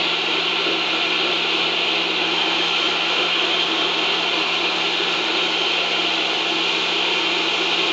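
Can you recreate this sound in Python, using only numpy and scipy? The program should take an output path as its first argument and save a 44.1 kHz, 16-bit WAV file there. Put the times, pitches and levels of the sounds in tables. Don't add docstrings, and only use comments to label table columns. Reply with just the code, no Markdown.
import sys
import numpy as np
from scipy import signal
from scipy.fft import rfft, irfft, next_fast_len
from scipy.io import wavfile
from scipy.ndimage import uniform_filter1d

SR = 44100
rng = np.random.default_rng(int(sys.argv[2]) if len(sys.argv) > 2 else 0)


def makeup_ratio(level_db):
    decades = np.asarray(level_db, float) / 20
    return 10 ** decades


def bounce(signal):
    frames = np.transpose(np.atleast_2d(signal))
    limited = np.clip(frames, -1, 1)
    pcm = np.round(limited * 32767).astype(np.int16)
    wavfile.write(sys.argv[1], SR, pcm)


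N = 349272
TIME_S = np.arange(N) / SR
FFT_SIZE = next_fast_len(N)
BIN_HZ = np.arange(FFT_SIZE // 2 + 1) * SR / FFT_SIZE


def unit_rms(x):
    return x / np.sqrt(np.mean(x ** 2))


def walk(rate_hz):
    hold = int(SR / rate_hz)
    steps = np.repeat(rng.standard_normal(N // hold + 1), hold)
    slewed = uniform_filter1d(uniform_filter1d(steps, hold), hold)
    return 0.95 * slewed[:N]


def noise_spectrum():
    return rfft(rng.standard_normal(FFT_SIZE))


def coloured(points):
    hz, db = np.transpose(points)
    gain = makeup_ratio(np.interp(np.log(BIN_HZ + 1), np.log(hz), db))
    return unit_rms(irfft(noise_spectrum() * gain, FFT_SIZE)[:N])


def ring(modes, wander_db, rate_hz, steep):
    out = 0
    for hz, width_hz, db in modes:
        shape = (1 + (2 * (BIN_HZ - hz) / width_hz) ** 2) ** (-steep / 2)
        band = irfft(noise_spectrum() * shape, FFT_SIZE)[:N]
        out = out + makeup_ratio(db + wander_db * walk(rate_hz)) * band
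    return unit_rms(out)


def swells(events, width_s):
    return sum(db * np.exp(-((TIME_S - at_s) / width_s) ** 2 / 2) for at_s, db in events)


# time in seconds, mean shaft speed in turns/s, surge depth in turns/s.
MOTOR_LOAD = [(0, 171.3, 2.3), (1.5, 172.2, 2.1), (3.0, 173.0, 2.5), (5.2, 174.0, 2.2), (5.5, 173.9, .7),
              (5.9, 173.8, .25), (7.0, 174.0, .25), (7.3, 173.9, 1.0), (7.92, 173.9, .6)]
SURGE_HZ, FIRST_SURGE_S = 3.17, 0.265
STALL_S, LATE_SURGE_HZ = 5.5, 2.87
FLUTTER_TURNS_PER_S = 0.15


def vortex():
    s, mean, depth = np.transpose(MOTOR_LOAD)
    mean = np.interp(TIME_S, s, mean)
    depth = np.interp(TIME_S, s, depth)
    early_cycles = SURGE_HZ * (np.minimum(TIME_S, STALL_S) - FIRST_SURGE_S)
    late_cycles = LATE_SURGE_HZ * np.maximum(TIME_S - STALL_S, 0)
    swing = depth * np.cos(2 * np.pi * (early_cycles + late_cycles))
    return mean, depth, swing + FLUTTER_TURNS_PER_S * walk(14)


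# frequency in Hz, relative density in dB per Hz.
RUMBLE_SPECTRUM = [(15, -58.5), (25, -27.5), (113, -10), (162, -4), (211, -4), (264, -3.5), (290, -9.5),
                   (380, -22.5), (640, -120)]


def rumble():
    low = coloured(RUMBLE_SPECTRUM) * makeup_ratio(1.8 * walk(12))
    under_shaft = signal.sosfilt(signal.butter(6, 140, fs=SR, output="sos"), low)
    return low / np.std(under_shaft)


MAINS_HZ, MAINS_RMS_DB = 239.95, -49


def mains_hum():
    return np.sqrt(2) * makeup_ratio(MAINS_RMS_DB + 2.0 * walk(4.8)) * np.sin(2 * np.pi * MAINS_HZ * TIME_S)


# multiple of shaft speed, rms level in dB at zero surge depth,
# loss in dB per turn/s of surge depth.
SHAFT_ORDERS = [(4, -52, 0), (10, -58, 0), (12, -54, 1), (24, -55, 0), (35, -64, 3), (36, -57.5, 3)]
UNBALANCE_RMS_DB, UNBALANCE_DB_PER_TURN_PER_S = -45, -0.45
UNBALANCE_WOBBLE_DB = 1.2


def shaft_tones(speed, depth, turn_rad):
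    unbalance_db = UNBALANCE_RMS_DB + UNBALANCE_DB_PER_TURN_PER_S * (speed - 173)
    out = makeup_ratio(unbalance_db + UNBALANCE_WOBBLE_DB * walk(9)) * np.sin(turn_rad)
    for multiple, db, lost_db in SHAFT_ORDERS:
        order_amp = makeup_ratio(db - lost_db * depth + 3.3 * walk(12))
        out = out + order_amp * np.sin(multiple * turn_rad + 1.0 * walk(9))
    return np.sqrt(2) * out


# frequency in Hz, relative density in dB per Hz.
AIR_SPECTRUM = [(2650, -33), (4500, -6.5), (5050, -5), (5810, -9.5), (6330, -9), (6760, -10.5),
                (7140, -14.5), (8930, -47.5), (11600, -72.5), (19600, -120)]
# frequency in Hz, width in Hz, relative level in dB.
AIR_MODES = [(6380, 40, -27), (6880, 40, -22)]


def cooling_air():
    hiss = coloured(AIR_SPECTRUM) * makeup_ratio(0.99 * walk(17))
    return hiss + makeup_ratio(-16.0) * ring(AIR_MODES, wander_db=0.5, rate_hz=0.93, steep=2.0)


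# frequency in Hz, width in Hz, relative level in dB.
CUP_MODES = [(328.2, 24, -0.5), (360, 19.5, -2.5), (393.8, 39, -4), (433.5, 5.9, -11.5), (469.6, 73, -9.5),
             (524, 62, -13), (600, 100, -14.5)]
# peak time in seconds, rise in dB.
CUP_BOOMS = [(.71, 5.5), (1.28, 3), (2.88, 3), (3.22, 4), (3.48, 2), (3.85, 2), (5.62, 2)]


def cup():
    return ring(CUP_MODES, wander_db=2.1, rate_hz=9.9, steep=1.64) * makeup_ratio(swells(CUP_BOOMS, width_s=0.031))


# frequency in Hz, width in Hz, relative level in dB.
LIQUID_MODES = [(696, 58, -3.5), (745.6, 25, -2.5), (826, 77, -4), (909, 82, -5), (1020, 46, -5),
                (1094, 76, -6), (1173, 40, -7), (1287, 85, -7.5), (1360.5, 55, -3.5), (1451, 63, -6),
                (1546, 100, -11.5), (1727, 120, -10), (1934, 80, -13.5), (1970, 20, -9.5)]


def liquid():
    return ring(LIQUID_MODES, wander_db=1.8, rate_hz=3.0, steep=1.5)


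def blade_beat(turn_rad):
    return 1 + 0.15 * np.cos(2 * turn_rad)


# frequency in Hz, width in Hz, relative level in dB.
WHINE_MODES = [(3127, 36, 0.28), (3190, 41, -1.3)]
# peak time in seconds, rise in dB.
WHINE_FLARES = [(2.7, 2.5), (3.65, 3), (4.35, 2.5), (5.7, 5), (7.2, 2.5)]


def whine(turn_rad):
    tone = ring(WHINE_MODES, wander_db=1.0, rate_hz=7.0, steep=1.8)
    return tone * blade_beat(turn_rad) * makeup_ratio(swells(WHINE_FLARES, width_s=0.18))


# frequency in Hz, width in Hz, relative level in dB.
HOUSING_MODES = [(2102, 110, -12.5), (2219, 40, -8.5), (2438, 178, -4.5), (2588, 58, -7), (2656, 76, -8.5),
                 (2780, 160, -2.5), (2988, 150, -4.5), (2790, 470, -13), (3255, 240, -8), (3410, 65, -6),
                 (3572, 190, -7), (3770, 90, -7.5), (3953, 200, -11), (4143, 85, -8.5), (4353, 310, -16.5),
                 (4620, 250, -22)]


def housing(turn_rad):
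    chop = makeup_ratio(0.5 * walk(10))
    return ring(HOUSING_MODES, wander_db=1.1, rate_hz=2.5, steep=1.6) * blade_beat(turn_rad) * chop


# time in seconds, then base levels in dB of rumble (under 140 Hz),
# cup, liquid, housing, whine, cooling air.
PHONE_PLACES = [(0, -59, -30, -29, -22, -32.5, -43), (2.25, -59, -30.2, -28, -22.5, -29, -40.7),
                (4.3, -59.5, -30, -29, -22.5, -32, -40.6), (6.6, -60, -30, -28.5, -22, -31, -39)]
SURGE_SWELL_DB = [.3, 0.38, 0.25, 0.17, 0.25, 0.084]
SURGE_LAG_S, SHIFT_S = 0.065, 0.22


def scene():
    mean, depth, surge = vortex()
    speed = mean + surge
    turn_rad = 2 * np.pi * np.cumsum(speed) / SR
    out = mains_hum() + shaft_tones(speed, depth, turn_rad)
    late_surge = np.interp(TIME_S - SURGE_LAG_S, TIME_S, surge)
    s, *place_db = np.transpose(PHONE_PLACES)
    moved = np.clip((TIME_S - s[1:, None]) / SHIFT_S + 0.5, 0, 1)
    parts = rumble(), cup(), liquid(), housing(turn_rad), whine(turn_rad), cooling_air()
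    for part, db, swell_db in zip(parts, place_db, SURGE_SWELL_DB):
        part_db = db[0] + np.diff(db) @ moved
        out = out + part * makeup_ratio(part_db + swell_db * late_surge)
    return out[None]


def roll_off(x):
    return signal.sosfilt(signal.butter(12, 9080, fs=SR, output="sos"), x)


def record(dry):
    top = signal.butter(14, 8250, fs=SR, output="sos")
    mix = signal.sosfilt(top, dry)
    return roll_off(mix)


dry = scene()
out = record(dry)
bounce(out)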